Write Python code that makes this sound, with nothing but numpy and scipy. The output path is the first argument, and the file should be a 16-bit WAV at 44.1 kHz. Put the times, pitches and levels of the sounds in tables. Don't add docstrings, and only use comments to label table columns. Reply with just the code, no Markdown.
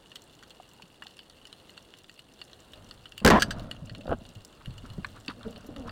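import sys
import numpy as np
from scipy import signal
from scipy.fft import rfft, irfft, next_fast_len
from scipy.io import wavfile
from scipy.ndimage import map_coordinates

SR = 44100
rng = np.random.default_rng(int(sys.argv[2]) if len(sys.argv) > 2 else 0)


def generate_wav(sig):
    pcm = np.round(np.clip(np.atleast_2d(sig).T, -1, 1) * 32767).astype(np.int16)
    wavfile.write(sys.argv[1], SR, pcm)


N = 260631
TIME = np.arange(N) / SR


def amp(db):
    return 10 ** (np.asarray(db) / 20)


def unit(x):
    return x / np.sqrt(np.mean(x ** 2) + 1e-20)


def wobble(rate):
    return map_coordinates(rng.standard_normal(int(N * rate / SR) + 4), [TIME * rate])


def jitter(t, step):
    return np.interp(t, t[::step], rng.standard_normal(len(t[::step])))


def filtered(x, response):
    size = next_fast_len(len(x) + 8192)
    return irfft(rfft(x, size) * response(np.fft.rfftfreq(size, 1 / SR)), size)[:len(x)]


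def colour(points):
    hz, db = np.transpose(points)
    return lambda f: amp(np.interp(np.log(f + 1), np.log(hz), db))


def body(modes):
    return lambda f: sum((-1) ** k * amp(db) * 1j * f * width / (hz * hz - f * f + 1j * f * width)
                         for k, (hz, width, db) in enumerate(modes))


def noise(response):
    return unit(filtered(rng.standard_normal(N), response))


def add(track, s, sound):
    start = max(round(s * SR), 0)
    part = track[start:start + len(sound)]
    part += sound[:len(part)]


def bursts(rows):
    out, t = np.zeros(N), np.arange(SR // 5) / SR
    for s, db, t60 in rows:
        add(out, s, amp(db - 60 * t / t60))
    return out


def swell(s, half_width):
    return np.exp(-.5 * np.minimum(((TIME - s) / half_width) ** 2, 100))


# f/Hz, level/dB
SEA_COLOUR = [(15, -26), (25, 1.5), (100, 2.5), (250, 2), (500, 0), (1000, -7), (1700, -11), (2350, -19.5),
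              (2900, -12), (4300, -14.5), (5200, -26), (9000, -21), (12000, -30), (16000, -30)]

def sea(level_db=-58.5):
    return amp(level_db + wobble(2.34)) * noise(colour(SEA_COLOUR))


def snap(t, burst_t60, echo_db, scatter_db, echo_t60=.04, scatter_t60=.13):
    lumps = amp(4.5 * jitter(t, 64))
    tail = lumps * (amp(echo_db - 60 * t / echo_t60) + amp(scatter_db - 60 * t / scatter_t60))
    return rng.standard_normal(len(t)) * (amp(-60 * t / burst_t60) + tail) + 2 * (t == 0)


def struck(modes, detune=0.034, vary_db=3):
    draws = rng.standard_normal((len(modes), 2))
    return body([(hz * np.exp(detune * shift), width, db + vary_db * strength)
                 for (hz, width, db), (shift, strength) in zip(modes, draws)])


# f/Hz, width/Hz, level/dB
HOUSING_MODES = [(1360, 890, -2), (1955, 99, -1.5), (2872, 115, 13), (3575, 410, 2.5), (4353, 148, 7),
                 (5420, 940, -9.5), (7490, 520, -10), (9030, 660, -12.5), (10250, 3700, -21.5),
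                 (14600, 950, -19.5)]

def far_crackle(fizz_db=-64.5, prickle_db=-73.5, damping=1.4):
    t = np.arange(SR // 16) / SR
    def snaps(modes, count):
        sizes = amp(2.5 * np.minimum(rng.exponential(size=count), 3.5)) * rng.choice([-1, 1], count)
        spikes = np.bincount(rng.integers(0, N, count), sizes, N)
        damped = [(hz, width * damping, db) for hz, width, db in modes]
        far_snap = snap(t, burst_t60=.005, echo_db=-14, scatter_db=-30)
        return signal.oaconvolve(spikes, unit(filtered(far_snap, struck(damped))))[:N]
    fizz = sum(snaps(HOUSING_MODES[1:], count=130) for _ in range(8))
    prickle = sum(snaps(HOUSING_MODES[5:], count=110) for _ in range(5))
    return amp(fizz_db) * unit(fizz) + amp(prickle_db) * unit(prickle)


def faint_ticks(per_s=15, floor_db=-45.5, centre_hz=7100):
    draws = rng.random((round(per_s * N / SR), 3))
    return [(when * N / SR, floor_db - 2 * np.log(max(size, .05)), centre_hz * 2 ** (2 * pitch - 1))
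            for when, size, pitch in draws]


# t/s, level/dB, centre f/Hz
CLEAR_TICKS = [(0.1165, -37.5, 3200), (0.1568, -26.5, 5000), (0.2195, -41, 6960), (0.4266, -40, 1700),
               (0.4338, -39.5, 2300), (0.5052, -36, 4450), (0.6896, -46, 7040), (0.8214, -35, 3900),
               (1.022, -28, 2100), (1.0678, -32, 3400), (1.1686, -39.5, 5250), (1.1909, -34, 3400),
               (1.298, -37, 4940), (1.453, -36, 3550), (1.47, -37.5, 5950), (1.5274, -31.5, 3880),
               (1.6938, -37.5, 3000), (1.7765, -32, 2770), (1.9384, -34.5, 2920), (2.0432, -40.5, 2530),
               (2.095, -34.5, 3000), (2.192, -35, 3900), (2.4148, -31, 3200), (2.5312, -35.5, 3850),
               (2.7337, -34.5, 3330), (2.9106, -29.5, 3760), (3.056, -33.5, 2750), (3.1207, -32.5, 4130),
               (3.1785, -25.5, 4360), (3.2017, -32.5, 4200), (3.507, -26.5, 3400), (3.5954, -33, 4040),
               (3.7122, -24.5, 3430), (3.896, -31.5, 2700), (3.949, -31.5, 2730), (4.0102, -39, 3600),
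               (4.0694, -40.5, 3200), (4.2522, -39.5, 3640), (4.352, -39, 5000), (4.4487, -33, 8420),
               (4.658, -31, 2820), (4.7799, -34.5, 4370), (4.9006, -38, 3650), (5.0459, -21.5, 1600),
               (5.2806, -23.5, 3350), (5.299, -31, 1300), (5.303, -38, 4200), (5.4302, -38, 3940),
               (5.5597, -37.5, 2820), (5.7624, -33, 2650), (5.894, -29, 2230)]

def ticks(fall_db_per_octave=10):
    out, t = np.zeros(N), np.arange(SR // 10) / SR
    groups = [(HOUSING_MODES[:2], 1500), (HOUSING_MODES[2:5], 3400), (HOUSING_MODES[5:], 8000)]
    skirts = [signal.butter(2, [.7 * modes[0][0], 1.25 * modes[-1][0]], "bandpass", fs=SR, output="sos")
              for modes, _ in groups]
    for s, db, centre_hz in list(CLEAR_TICKS) + faint_ticks():
        spike = snap(t, burst_t60=.006, echo_db=-13, scatter_db=-27)
        for (modes, group_hz), skirt in zip(groups, skirts):
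            ring = signal.sosfilt(skirt, filtered(spike, struck(modes)))
            octaves_off = abs(np.log2(group_hz / centre_hz))
            add(out, s, amp(db - fall_db_per_octave * octaves_off) * ring / np.abs(ring).max())
    return out


# crest t/s, f/Hz, level/dB, half width/s
GLUG_CRESTS = [(5.385, 244.6, -50.5, 0.015), (5.471, 229, -35, 0.01), (5.5, 228.7, -44.5, .025),
               (5.57, 214.3, -47.5, .014), (5.654, 218.8, -51, 0.011), (5.715, 244.5, -42, 0.0156),
               (5.79, 280, -39, .018), (5.86, 238, -41, 0.024)]

def glug_swells():
    return [amp(db) * swell(s, half_width) for s, _, db, half_width in GLUG_CRESTS]


def glugs(sag_hz_per_s=250, rough=0.04, flutter_db=3):
    swells = glug_swells()
    envelope = sum(swells)
    pitches = [hz - sag_hz_per_s * (TIME - s) for s, hz, _, _ in GLUG_CRESTS]
    blended_hz = sum(weight * pitch for weight, pitch in zip(swells, pitches)) / envelope
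    phase = 2 * np.pi * np.cumsum(blended_hz * (1 + rough * wobble(180))) / SR
    return envelope * sum(amp(db + flutter_db * wobble(70)) * np.sin(k * phase)
                          for k, db in enumerate([-0.5, -7, -17, -27, -30], 1))


# t/s, level/dB, starting f/Hz
GULP_EVENTS = [(0.599, -33, 640), (0.797, -39, 680), (0.833, -42.5, 218), (1.057, -40.5, 790),
               (2.889, -44, 237), (3.478, -24.5, 194), (3.563, -31.5, 199), (3.616, -28, 220),
               (3.822, -27.5, 186), (3.91, -32, 142), (3.98, -34, 291), (4.092, -24.5, 102),
               (4.133, -24.5, 247), (4.213, -34, 250), (4.358, -33.5, 129), (4.672, -26, 138),
               (4.7, -32.5, 123), (4.835, -33, 252), (4.979, -31.5, 454), (4.98, -23, 202),
               (5.282, -24.5, 273), (5.687, -28.5, 273)]

def gulps(rise_cycles=0.93, decay_cycles=17.2, sag_ratio=0.734, glide_s=0.023, waver=0.18):
    out, t = np.zeros(N), np.arange(SR // 3) / SR
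    for s, db, hz in GULP_EVENTS:
        unsteady = np.exp(waver * jitter(t, 256))
        sag = sag_ratio + (1 - sag_ratio) * np.exp(-t / glide_s)
        phase = 2 * np.pi * np.cumsum(hz * unsteady * sag) / SR
        envelope = amp(db - 60 * hz * t / decay_cycles) * (1 - np.exp(-(hz * t / rise_cycles) ** 2))
        add(out, s, envelope * (np.sin(phase) + amp(-12) * np.sin(1.623 * phase)))
    return out


def bubbles(centre_hz, spread, cycles, count=2400):
    t = np.arange(int(min(2 * cycles / centre_hz, .03) * SR)) / SR
    start = rng.integers(0, N, (count, 1))
    pitch, size = rng.standard_normal((2, count, 1))
    turns = centre_hz * np.exp(spread * pitch) * t
    envelope = amp(3.36 * size - 60 * turns / cycles) * (1 - np.exp(-2 * turns)) * (1 - t / t[-1])
    rings = envelope * np.sin(2 * np.pi * turns * (1 + 0.18 * turns / cycles))
    return unit(np.bincount((start + np.arange(len(t))).ravel(), rings.ravel(), N)[:N])


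def shot_wake(start_s=3.21, rise_s=0.065, hold_s=0.39, fall_db_per_s=71):
    age = TIME - start_s
    return np.clip(age / rise_s, 0, 1) * amp(-fall_db_per_s * np.maximum(age - hold_s, 0))


# t/s, surge/dB, gurgle/dB, splash/dB
DIVER_FLOW = [(2.68, -89, -78, -89), (2.76, -55.5, -46.5, -66.5), (3.15, -57.5, -82, -75),
              (4.05, -51, -41.5, -74), (4.5, -65, -61, -70), (4.9, -43, -51.5, -64),
              (5.25, -55.5, -51, -78), (5.55, -55.5, -50, -61.5), (5.91, -46, -50.5, -63.5)]
# f/Hz, level/dB
SURGE_COLOUR = [(10, -7), (25, -7), (43, 4.5), (70, -12), (100, 4.5), (150, -7.5), (300, -22.5),
                (1000, -70)]
GURGLE_COLOUR = [(60, -2.5), (130, -10), (230, 2.5), (400, -15.5), (600, -1), (850, -12), (1500, -25),
                 (4000, -72)]
SPLASH_COLOUR = [(400, -47), (900, -0.5), (1400, 2), (1750, -6.5), (2200, -12), (4000, -12), (10000, -48)]
# t/s, level/dB, half width/s
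SURFACE_SPLASHES = [(4.613, -51.5, 0.0044), (4.856, -54.5, 0.0059), (5.17, -50, 0.011),
                    (5.302, -41.5, 0.012), (5.412, -49, 0.0022), (5.448, -51.5, 0.014), (5.885, -48, 0.014)]

def stirred_water():
    times, *levels = np.transpose(DIVER_FLOW)
    surge, gurgle, splash = [amp(np.interp(TIME, times, db)) for db in levels]
    wake = shot_wake()
    shoves = bursts([(s, db - 18 + 40 * np.log10(180 / hz), 0.21) for s, db, hz in GULP_EVENTS])
    surging = amp(-2) * (surge + amp(-40) * wake + shoves)
    churning = amp(-6) * (gurgle + amp(-35) * wake + amp(2) * sum(glug_swells()))
    splashing = amp(1) * (splash + amp(-53.5) * wake)
    splashing += sum(amp(db) * swell(s, half_width) for s, db, half_width in SURFACE_SPLASHES)
    big_bubbles = bubbles(376, spread=0.78, cycles=9.5) + 0.55 * noise(colour([(700, -1), (4000, -40)]))
    churn = unit(filtered(big_bubbles, colour(GURGLE_COLOUR)))
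    small_bubbles = unit(filtered(bubbles(1264, spread=0.396, cycles=12.4), colour(SPLASH_COLOUR)))
    froth = unit(small_bubbles + noise(colour(SPLASH_COLOUR)))
    return surging * noise(colour(SURGE_COLOUR)) + churning * churn + splashing * froth


# t/s, relative level/dB
LINE_JERKS = [(4.057, -28.5), (4.0794, -20.5), (4.0948, -19), (4.108, -20.5), (4.1157, -15),
              (4.1227, -13.5), (4.1288, -15), (4.136, -35)]
# f/Hz, level/dB
JERK_COLOUR = [(400, -2.5), (580, 3.5), (850, -4.5), (1600, 1), (2250, -7), (2900, 1), (4500, -7),
               (9000, -40)]

def line_jerks(drop_s=.00033, rebound_s=.002, ring_hz=590, ring_t60=.025, rasp_t60=0.047):
    out, lead_s = np.zeros(N), .01
    t = np.arange(SR // 10) / SR - lead_s
    after = np.maximum(t, 0)
    push = amp(-12) * np.exp(-.5 * (t / rebound_s) ** 2) - np.exp(-.5 * (t / drop_s) ** 2)
    for s, db in LINE_JERKS:
        hz = ring_hz * np.exp(0.304 * rng.standard_normal())
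        ring = np.sin(2 * np.pi * hz * after) * amp(-9 - 60 * after / ring_t60)
        add(out, s - lead_s, amp(db) * (push + ring))
    rasp = noise(colour([(200, 0), (600, 8.5), (1500, 3.5), (1800, -18), (2300, -23), (3000, -11),
                         (6000, -57)]))
    rasping = bursts([(s, db - 15, rasp_t60) for s, db in LINE_JERKS])
    return filtered(out + rasping * rasp, colour(JERK_COLOUR))


def stroke(s, length, fall_db_per_s, tail_db, attack_s=0.0014, release_t60=0.033, tail_t60=0.53):
    t = np.maximum(TIME - s, 0)
    driven = amp(-fall_db_per_s * t - 60 * np.maximum(t - length, 0) / release_t60)
    return np.minimum(t / attack_s, 1) * (driven + amp(tail_db - 60 * t / tail_t60))


# t/s, length/s, recoil/dB, scrape/dB
SHOT_STROKES = [(3.216, 0.032, -39.5, -52.5), (3.2474, 0.043, -4.5, -18), (3.302, 0.0875, -10, -11)]
# f/Hz, width/Hz, level/dB
STOCK_MODES = [(42.3, 12.6, 10), (134, 124, 0), (210, 47, 7.5), (328, 50, -1.5), (410, 80, -2),
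               (555, 190, -9.5)]
RAIL_MODES = [(624, 45, -1.5), (783, 230, -3.5), (1059, 123, 5), (1320, 210, -3), (1700, 245, -0.5),
              (2080, 390, -6.5), (3150, 670, -13.5), (6550, 2800, -49)]
MUZZLE_MODES = [(1350, 88, 5.5), (1680, 92, 8.5), (2950, 200, 3), (4640, 260, 3.5), (6060, 220, -4),
                (6350, 210, -6.5), (8250, 530, -9.5), (12500, 2900, -26)]
# t/s, level/dB, t60/s
SLAMS = [(3.2480, -7, 0.0052), (3.2491, -0.5, 0.023), (3.2625, -3, 0.02), (3.2749, -5, 0.029),
         (3.286, -19.5, 0.05), (3.302, -8, 0.033)]
# f/Hz, level/dB
SLAM_COLOUR = [(200, 4), (900, -23), (1500, 16), (2300, 3), (3200, 0.5), (4600, 0.5), (6500, -7),
               (9000, -12.5), (16000, -25)]
# t/s, level/dB, t60/s
MUZZLE_CLACKS = [(3.397, -30.5, 0.1), (3.4065, -34, 0.042), (3.4217, -10, 0.025), (3.428, -22.5, 0.028),
                 (3.435, -40, 0.11), (3.5075, -27.5, 0.062)]

def shot():
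    recoil = sum(amp(db) * stroke(s, length, fall_db_per_s=230, tail_db=-24.5)
                 for s, length, db, _ in SHOT_STROKES)
    sliding = sum(amp(db) * stroke(s, length, fall_db_per_s=140, tail_db=-32)
                  for s, length, _, db in SHOT_STROKES)
    boom_tilt = colour([(30, -4.5), (700, 9.5), (2500, -38), (10000, -40)])
    scrape_tilt = colour([(100, 5), (500, 4.0), (2000, -11), (7000, -13.5), (15000, -20)])
    boom = unit(filtered(noise(body(STOCK_MODES)), boom_tilt))
    scrape = unit(filtered(noise(body(RAIL_MODES)), scrape_tilt))
    slams = bursts(SLAMS) * noise(colour(SLAM_COLOUR))
    clacks = bursts(MUZZLE_CLACKS) * noise(body(MUZZLE_MODES))
    return recoil * boom + sliding * scrape + slams + clacks


def scene():
    return (ticks() + far_crackle() + shot() + line_jerks() + gulps() + glugs()
            + stirred_water() + sea())[None]


def record(dry):
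    ceiling, hardness, top_hz = .245, 6, 16300
    clipped = dry[0] / (1 + np.abs(dry[0] / ceiling) ** hardness) ** (1 / hardness)
    return filtered(clipped, lambda f: 1 / (1 + (f / top_hz) ** 120))[None]


dry = scene()
out = record(dry)
generate_wav(out)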